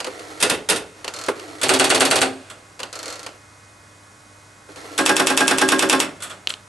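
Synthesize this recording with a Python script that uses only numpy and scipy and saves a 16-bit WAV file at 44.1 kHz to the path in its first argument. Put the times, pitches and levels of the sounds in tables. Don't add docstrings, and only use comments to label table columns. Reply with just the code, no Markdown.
import sys
import numpy as np
from scipy import signal
from scipy.fft import rfft, irfft, next_fast_len
from scipy.io import wavfile

SR = 44100
rng = np.random.default_rng(int(sys.argv[2]) if len(sys.argv) > 2 else 0)


def master_out(mix):
    frames = np.transpose(np.atleast_2d(mix))
    ceiling = np.clip(frames, -1, 1)
    pcm = np.round(ceiling * 32767).astype(np.int16)
    wavfile.write(sys.argv[1], SR, pcm)


N = 294940

# start_s, level_db, tilt_db_per_octave
FIRST_BLOWS = [(0.401, -19.5, 0.99), (0.41, -18.5, 1), (0.425, -4, 0.8), (0.497, -7, 0), (0.688, -10, 1),
               (0.697, -7, 1), (0.701, -11.5, 0.17), (0.759, -17.5, 0.99)]
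# start_s, level_db, tilt_db_per_octave
RELAY_BLOWS = [(1.6138, -10.5, 0), (2.499, -22.5, -0.5), (4.9777, -7, 0.5), (6.203, -26, -1),
               (6.2214, -17, 1.5), (6.232, -19.5, 10), (6.243, -21, -2.2), (6.297, -21, -1.5),
               (6.311, -23.5, -1.5), (6.492, -17.5, 1)]
# start_s, level_db
STOP_THUDS = [(0.069, -14), (1.284, -2.5), (3.264, -30), (4.687, -29.5)]
# start_s, level_db
FINGER_TAPS = [(0.002, -11.5), (0.044, -13), (0.065, -19), (0.193, -23.5), (1.044, -14.5), (1.078, -13),
               (1.395, -22.5), (2.792, -20.5), (2.801, -16.5), (2.831, -14.5), (3.263, -16), (4.759, -25.5)]
# start_s, level_db
EARPIECE_CLICKS = [(1.0799, -9.5), (2.832, -13.5), (2.8365, -18), (6.4727, 1.5), (6.487, -21),
                   (6.5031, -11), (6.505, -8), (6.5395, -12.5)]

# frequency_hz, density_db
FIRST_COLOUR = [(35, -47), (60, -23), (253, -9), (361, -8.5), (472, -2), (576, -7), (1220, -12.5),
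                (1430, -12.5), (1990, -10), (2660, -20.5), (2970, -13), (9000, -19), (11000, -18.5),
                (12000, -53), (15600, -72), (22000, -120)]
LIFT_PULL_COLOUR = [(35, -41), (60, -48), (107, -5), (203, -16), (248, -7.5), (386, -5.5), (602, -3),
                    (839, -8), (897, -8.5), (3470, -11.5), (10000, -17), (11200, -16), (12000, -40),
                    (15600, -65), (22000, -120)]
LIFT_FALL_COLOUR = [(35, -50), (60, -27), (152, -17), (378, 0), (703, 1.5), (980, -6.5), (1460, 0.5),
                    (1990, -7.5), (2660, -3.5), (3040, -10.5), (3390, -8.5), (5900, -14), (8230, -10),
                    (11000, -17), (12000, -38), (15600, -65), (22000, -120)]
TURN_PULL_COLOUR = [(35, -69), (60, -28), (203, -6), (277, -14), (386, 0.5), (451, -1.5), (839, -8),
                    (917, -10), (1070, -6), (1430, 0), (2180, -11.5), (3320, -13), (8230, -19.5),
                    (11000, -18.5), (12000, -46), (15600, -75), (22000, -120)]
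TURN_FALL_COLOUR = [(60, -35), (150, 0), (300, 8), (600, 5), (1400, 5.5), (2000, 3), (2800, 6), (4000, 0.5),
                    (6000, -1), (8000, 2), (11500, -6)]
RELAY_COLOUR = [(88, -53), (150, -12.5), (615, -6.5), (938, -7.5), (1310, 0.5), (1720, -5.5), (3210, -8),
                (5260, -14.5), (7870, -9), (11200, -16), (12000, -41), (15600, -63), (22000, -120)]
TAP_COLOUR = [(59, -45), (100, -20), (507, 0), (1150, -1.5), (2230, -7), (2890, -1.5), (3680, -12.5),
              (4500, -3.5), (5830, -16), (6320, -9), (8540, -12.5), (12000, -19), (15600, -58),
              (22000, -120)]
STOP_COLOUR = [(59, -67), (100, -37), (406, 0.5), (477, -2.5), (671, -9.5), (1040, -9), (1180, -9),
               (1350, -10), (6990, -31.5), (10400, -25), (12000, -47), (15600, -83), (22000, -120)]
RATCHET_COLOUR = [(200, -26), (500, 8), (900, -2.5), (1330, 4), (1700, -0.5), (3700, -3.5), (4300, 2.5),
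                  (5300, -2.5), (7000, 0), (11500, -12.5)]
EARPIECE_COLOUR = [(88, -52), (150, -13), (2220, -15), (2980, -4), (4300, -10), (5260, -25), (5870, -14),
                   (7050, -26), (8630, -26), (9630, -37), (11400, -20), (12000, -38), (15600, -68),
                   (22000, -120)]
PAWL_COLOUR = [(300, -10), (2000, -1), (5000, -11), (8000, 5.0), (11500, -13)]
# frequency_hz, relative_gain_db
WHIRR_COLOUR = [(88, -49), (150, -12), (213, -37), (301, 3.5), (375, -9), (476, -1.5), (562, -11),
                (687, -5), (872, -14.5), (1310, -13.5), (1510, -19), (1920, -12.5), (2390, -19.5),
                (6430, -21.5), (12000, -29), (15600, -62), (22000, -120)]
HISS_COLOUR = [(15, -50), (25, -16), (98, -4), (243, -9.5), (306, -13), (451, -10.5), (600, -10.5),
               (1200, -11.5), (1300, -9), (1440, -10.5), (2480, -22), (2970, -21), (6460, -17.5),
               (9270, -20), (12000, -29.5), (15600, -65), (22000, -120)]

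# pitch_hz, relative_level_db, t60_s
RACK_MODES = [(267.45, 0, 0.37), (309.9, 3, 0.36), (381, 2.5, 0.33), (555, -6.5, 0.43), (614, -6, 0.092),
              (698, -3.5, 0.21), (838, 10.5, 0.093), (1070, 1, 0.19), (1360, -18, 0.073), (1517, -21, 0.13),
              (1626, 5, 0.18), (2380, -18, 0.12), (2480, 6, 0.067)]
CASE_MODES = [(400.4, 12.5, 0.11), (509, 16, 0.14), (606, -12, 0.41), (1380, 4, 0.22), (4000, -13, 0.099)]
# pitch_hz, width_hz, peak_gain_db
FIRST_STEEL = [(424, 18, 6.5), (1430, 65, 5.5), (2610, 100, 8), (2690, 150, 10), (3620, 89, 6),
               (4820, 52, 4), (8300, 110, 7), (8930, 120, 10), (10300, 110, 6)]
LIFT_STEEL = [(263.4, 6.2, 10.9), (386.5, 15, 6.2), (780, 37, 4.1), (2460, 16, 4.3), (2530, 31, 6),
              (2790, 30, 5.1), (3410, 130, 6.8), (3880, 48, 6.8), (4410, 200, 7.2), (6530, 41, 4.1),
              (8230, 70, 6.4), (8360, 130, 6.8), (9100, 180, 4.4), (9800, 110, 3.5)]
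TURN_STEEL = [(2610, 73, 5.4), (2650, 55, 3.6), (3400, 98, 6.1), (3550, 63, 5.3), (5420, 230, 6.2),
              (6600, 30, 2.6), (7800, 56, 4), (8260, 260, 4.7), (9670, 230, 4.8)]
RELAY_STEEL = [(626, 46, 5.8), (1280, 81, 3.6), (3420, 230, 7.8), (4250, 120, 7), (7870, 240, 5.9),
               (8900, 88, 4.7)]
DIAL_STEEL = [(1340, 31, 9.8), (2240, 71, 2.6), (4250, 110, 6.8)]
# pitch_hz, width_hz, peak_gain_db
DIAPHRAGM = [(3060, 390, 20.4), (4060, 380, 16.7), (5900, 630, 6), (8540, 500, 2)]
# pitch_hz, rms_level_db
HUM_PARTIALS = [(100, -56.5), (300, -62.5), (600, -66), (900, -77), (1000, -68.5), (1100, -63.5),
                (1200, -74), (1500, -66.5), (1600, -81), (1700, -69), (1900, -67), (2000, -70), (2100, -65),
                (2200, -69), (2500, -64.5)]

# frequency_hz, side_minus_mid_db
BLOW_WIDTH = [(60, -9), (110, -11), (200, -17), (350, -16), (640, -11), (1150, -7.5), (2100, -7.5),
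              (3800, -9), (7000, -10), (11500, -9)]
DIFFUSE_WIDTH = [(60, -21), (110, -28), (200, -13), (350, -11.5), (640, -6), (1150, -1.5), (2080, -1.5),
                 (3760, -6.5), (6790, -32), (12300, -29)]
# frequency_hz, left_minus_right_db
BALANCE = [(60, 3), (110, -0.5), (200, 0.0), (350, -0.5), (640, -1.0), (1150, -2.5), (2080, -2.5),
           (3760, -1.5), (6790, 0.5), (12300, -1)]

# first_pull_s, period_s, hold_s
LIFT_DIGIT = (1.6309, 0.1048, 0.0607)
TURN_DIGIT = (4.9869, 0.10445, 0.0741)
# start_s, end_s, teeth_per_s, tick_level_db
PUSHES = [(1.1378, 1.283, 40, -18), (2.928, 2.97, 38, -18), (2.9897, 3.045, 25.4, -18.5),
          (3.057, 3.14, 44.5, -18), (3.156, 3.25, 27, -22.5)]
# start_s, end_s, gear_level_db
RUNS = [(0.09, 0.42, -35.5), (0.96, 1.015, -43), (1.35, 2.22, -36), (3.27, 3.36, -49), (4.69, 4.72, -40),
        (4.762, 6.0, -35.5)]

BANDS_HZ = 50 * 2 ** (np.arange(33) / 4)
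RING_S = np.arange(SR * 3 // 5) / SR
TOP_HZ = 11750
HISS_DB = -49
LIFT_PULL_DB, LIFT_FALL_DB, TURN_PULL_DB, TURN_FALL_DB = -6.5, -1.65, -8.5, -5
PULSE_SPREAD_DB, TOOTH_SPREAD_DB = 0.95, 0.6
GEAR_ATTACK_S, GEAR_RELEASE_S, WINDING_GEAR_DB = 0.01, 0.04, -23.5


def undb(db):
    return np.exp(np.asarray(db) * (np.log(10) / 20))


def gain_at(hz, outline):
    outline_hz, outline_db = np.transpose(outline)
    return undb(np.interp(np.log(hz + 1), np.log(outline_hz), outline_db))


def unit(x):
    return x / np.sqrt(np.mean(x ** 2))


def colour(x, outline):
    size = next_fast_len(x.shape[-1], True)
    gains = gain_at(np.fft.rfftfreq(size, 1 / SR), outline)
    return irfft(rfft(x, size) * gains, size)[..., :x.shape[-1]]


def resonate(x, peaks):
    out = x
    for hz, width_hz, gain_db in peaks:
        b, a = signal.iirpeak(hz, hz / width_hz, fs=SR)
        out = out + (undb(gain_db) - 1) * signal.lfilter(b, a, x)
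    return out


def add(out, start_s, sound):
    start = max(int(start_s * SR), 0)
    out[:, start:start + sound.shape[-1]] += sound[..., :N - start]


def stereo(mid, side, width):
    return mid + np.array([[1], [-1]]) * colour(side, width)


def band_noises():
    size = 2 * SR
    octaves = np.log2(np.fft.rfftfreq(size, 1 / SR) + 1)
    spectrum = rfft(stereo(*rng.standard_normal((2, size)), BLOW_WIDTH))
    noises = []
    for hz in BANDS_HZ:
        band_gain = np.maximum(1 - 4 * abs(octaves - np.log2(hz)), 0)
        noises.append(unit(irfft(spectrum * band_gain)))
    return np.array(noises, np.float32)


def fade(t60_s, rise_s):
    t = RING_S.astype(np.float32)
    decay, build = (np.exp(-np.minimum(t * np.float32(rate), 20))
                    for rate in (np.log(1000) / t60_s, 1 / rise_s))
    power = (decay * (1 - build)) ** 2
    return power / power.sum(axis=-1, keepdims=True)


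def envelope(crack_db, crack_t60, body_t60, room_db):
    khz = BANDS_HZ[:, None] / 1000
    crack = undb(crack_db + 2.5 * np.log2(khz / 4)) ** 2 * fade(crack_t60, crack_t60 / 30)
    body = fade(body_t60 * khz ** -0.37, 0.007 * khz ** -0.8)
    room = undb(room_db) ** 2 * fade(0.35 * khz ** -0.24, 0.0078)
    late = undb(-23) ** 2 * fade(2.2 * khz ** -0.3, 0.0084)
    power = crack + body + room + late
    return np.sqrt(power / power.sum(axis=1, keepdims=True)).astype(np.float32)


def modes(table, rise_s):
    rings = []
    for hz, level_db, t60_s in table:
        phase = rng.normal(0, 0.3, (2, 1))
        rings.append(undb(level_db - 60 * RING_S / t60_s) * np.sin(2 * np.pi * hz * RING_S + phase))
    return np.array(rings) * (1 - np.exp(-RING_S / rise_s))


def rattle(rattle_db=1.0, rattle_hz=330):
    spurts_db = rattle_db * (rng.exponential(size=len(RING_S)) - 1)
    spurts_db[:2] = 0
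    return undb(spurts_db[(RING_S * rattle_hz).astype(int)]).astype(np.float32)


def blows(noises, events, outline, shape, gain_db, change, ring=(), scatter_db=3.5):
    size = len(RING_S)
    shared_start, *starts = rng.integers(0, noises.shape[-1] - size, len(events) + 1)
    change = np.clip(change, 0, 1)
    shared = noises[..., shared_start:shared_start + size] * float(np.sqrt(1 - change))
    out = np.zeros((2, N))
    for (start_s, level_db, *tilt), noise_start in zip(events, starts):
        tilt_db = tilt[0] if tilt else 0
        bands = noises[..., noise_start:noise_start + size] * float(np.sqrt(change))
        bands += shared
        bands *= shape[:, None]
        bands[np.searchsorted(BANDS_HZ, 1000):] *= rattle()
        weight = gain_at(BANDS_HZ, outline) * np.sqrt(BANDS_HZ) * undb(tilt_db * np.log2(BANDS_HZ / 2000))
        weight /= np.linalg.norm(weight) * np.sqrt(np.einsum("bct,bct->b", bands, bands))
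        dense = np.einsum("b,bct->ct", weight.astype(np.float32), bands)
        dense *= np.sqrt(2 * SR / 100)
        clear = sum(undb(scatter_db * rng.standard_normal()) * mode for mode in ring)
        add(out, start_s, undb(level_db + gain_db) * (dense + clear))
    return out


def background(waver=0.16):
    t = np.arange(N) / SR
    knots_s = np.linspace(0, t[-1], num=30)
    hum = np.zeros(N)
    for hz, level_db in HUM_PARTIALS:
        swell = np.interp(t, knots_s, 1 + waver * rng.standard_normal(len(knots_s)))
        hum += undb(level_db) * np.sqrt(2) * swell * np.sin(2 * np.pi * (hz * t + rng.random()))
    noise = stereo(*rng.standard_normal((2, N)), DIFFUSE_WIDTH)
    return hum + undb(HISS_DB) * unit(colour(noise, HISS_COLOUR))


def relays(noises):
    shape = envelope(crack_db=-5.5, crack_t60=0.035, body_t60=0.15, room_db=-1.5)
    armatures = blows(noises, RELAY_BLOWS, RELAY_COLOUR, shape, gain_db=-12, change=0.52)
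    return resonate(armatures, RELAY_STEEL)


def earpiece(noises):
    snap = resonate(signal.unit_impulse(len(RING_S)), DIAPHRAGM)
    snap = signal.sosfilt(signal.butter(2, 5500, fs=SR, output="sos"), snap)
    snap /= abs(snap).max()
    shape = envelope(crack_db=-6, crack_t60=0.02, body_t60=0.034, room_db=-5)
    out = blows(noises, EARPIECE_CLICKS, EARPIECE_COLOUR, shape, gain_db=-33, change=0.32)
    for start_s, level_db in EARPIECE_CLICKS:
        add(out, start_s, undb(level_db) * snap)
    return out


def ratchet_teeth():
    ticks = []
    for start_s, end_s, teeth_per_s, level_db in PUSHES:
        for tooth_s in np.arange(start_s, end_s, 1 / teeth_per_s):
            ticks.append((tooth_s, level_db + TOOTH_SPREAD_DB * rng.standard_normal()))
    return ticks


def gear_drive(t):
    winding = [(start_s, end_s, db + WINDING_GEAR_DB) for start_s, end_s, _, db in PUSHES]
    drive = np.zeros(len(t))
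    for start_s, end_s, level_db in list(RUNS) + winding:
        attack = np.clip((t - start_s) / GEAR_ATTACK_S, 0, 1)
        drive += undb(level_db) * attack * np.exp(-np.maximum(t - end_s, 0) / GEAR_RELEASE_S)
    return drive


def gears(tooth_hz=96, grain_db=1.0, whirr_db=-3):
    t = np.arange(N) / SR
    tooth_gain = undb(grain_db * rng.standard_normal(N)[(t * tooth_hz).astype(int)])
    teeth = tooth_gain * np.exp(-(t * tooth_hz % 1) / 1.7)
    noise = stereo(*rng.standard_normal((2, N)), DIFFUSE_WIDTH)
    rustle = unit(colour(noise * teeth, WHIRR_COLOUR))
    return undb(whirr_db) * rustle * gear_drive(t)


def dial(noises):
    case = modes(CASE_MODES, rise_s=0.0011)
    stop_shape = envelope(crack_db=-0.5, crack_t60=0.083, body_t60=0.045, room_db=-8)
    stops = blows(noises, STOP_THUDS, STOP_COLOUR, stop_shape, gain_db=-12.5, change=0.49,
                  ring=undb(-16) * case)
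    tap_shape = envelope(crack_db=0.5, crack_t60=0.027, body_t60=0.078, room_db=-4)
    taps = blows(noises, FINGER_TAPS, TAP_COLOUR, tap_shape, gain_db=-13.5, change=0.82,
                 ring=undb(-25) * case)
    tick_shape = envelope(crack_db=-2.5, crack_t60=0.014, body_t60=0.16, room_db=-5.5)
    ticks = blows(noises, ratchet_teeth(), RATCHET_COLOUR, tick_shape, gain_db=-13.5, change=0.68,
                  ring=undb(-30) * case)
    return stops + taps + resonate(ticks + gears(), DIAL_STEEL)


def pulse_train(digit, pull_db, fall_db, count):
    first_s, period_s, hold_s = digit
    pull_s = first_s + period_s * np.arange(count)
    spread_db = PULSE_SPREAD_DB * rng.standard_normal((count, 2))
    pulls = np.column_stack([pull_s, pull_db + spread_db[:, 0]])
    falls = np.column_stack([pull_s + hold_s, fall_db + spread_db[:, 1]])
    return pulls, falls


def pawls(noises, falls, lead_s=0.0075):
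    slips = [(fall_s - lead_s, level_db) for fall_s, level_db in falls]
    shape = envelope(crack_db=-11, crack_t60=0.04, body_t60=0.055, room_db=-24)
    return blows(noises, slips, PAWL_COLOUR, shape, gain_db=-25, change=0.31)


def selectors(noises, lift_pulls, lift_falls, turn_pulls, turn_falls):
    rack = modes(RACK_MODES, rise_s=0.018)
    first_shape = envelope(crack_db=0, crack_t60=0.048, body_t60=0.17, room_db=-0.5)
    first = blows(noises, FIRST_BLOWS, FIRST_COLOUR, first_shape, gain_db=-5.5, change=0.67,
                  ring=undb(-21) * rack)
    lift_pull_shape = envelope(crack_db=-3, crack_t60=0.058, body_t60=0.24, room_db=-3)
    lift = blows(noises, lift_pulls, LIFT_PULL_COLOUR, lift_pull_shape, gain_db=-6.5, change=0.49,
                 ring=undb(-21) * rack)
    lift_fall_shape = envelope(crack_db=-5, crack_t60=0.015, body_t60=0.22, room_db=-4.5)
    lift += blows(noises, lift_falls, LIFT_FALL_COLOUR, lift_fall_shape, gain_db=-7.5, change=0.36,
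                  ring=undb(-19.5) * rack)
    turn_pull_shape = envelope(crack_db=-8.5, crack_t60=0.029, body_t60=0.096, room_db=-3.5)
    turn = blows(noises, turn_pulls, TURN_PULL_COLOUR, turn_pull_shape, gain_db=-3.5, change=0.21,
                 ring=undb(-5.5) * rack)
    turn_fall_shape = envelope(crack_db=1, crack_t60=0.017, body_t60=0.3, room_db=-3)
    turn += blows(noises, turn_falls, TURN_FALL_COLOUR, turn_fall_shape, gain_db=-8, change=0.3,
                  ring=undb(-23) * rack)
    steel = resonate(first, FIRST_STEEL) + resonate(lift, LIFT_STEEL) + resonate(turn, TURN_STEEL)
    return undb(-1) * steel


def scene():
    noises = band_noises()
    lift_pulls, lift_falls = pulse_train(LIFT_DIGIT, LIFT_PULL_DB, LIFT_FALL_DB, count=6)
    turn_pulls, turn_falls = pulse_train(TURN_DIGIT, TURN_PULL_DB, TURN_FALL_DB, count=10)
    room = background() + relays(noises)
    telephone = earpiece(noises) + dial(noises)
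    stepping = pawls(noises, [*lift_falls, *turn_falls])
    stepping += selectors(noises, lift_pulls, lift_falls, turn_pulls, turn_falls)
    left, right = room + telephone + stepping
    left_balance = [(hz, db / 2) for hz, db in BALANCE]
    right_balance = [(hz, -db / 2) for hz, db in BALANCE]
    return np.array([colour(left, left_balance), colour(right, right_balance)])


def record(dry, ceiling=0.87):
    rounded = ceiling * np.tanh(dry / ceiling)
    top_cut = signal.ellip(10, 0.2, 80, TOP_HZ, fs=SR, output="sos")
    return signal.sosfilt(top_cut, rounded)


dry = scene()
out = record(dry)
master_out(out)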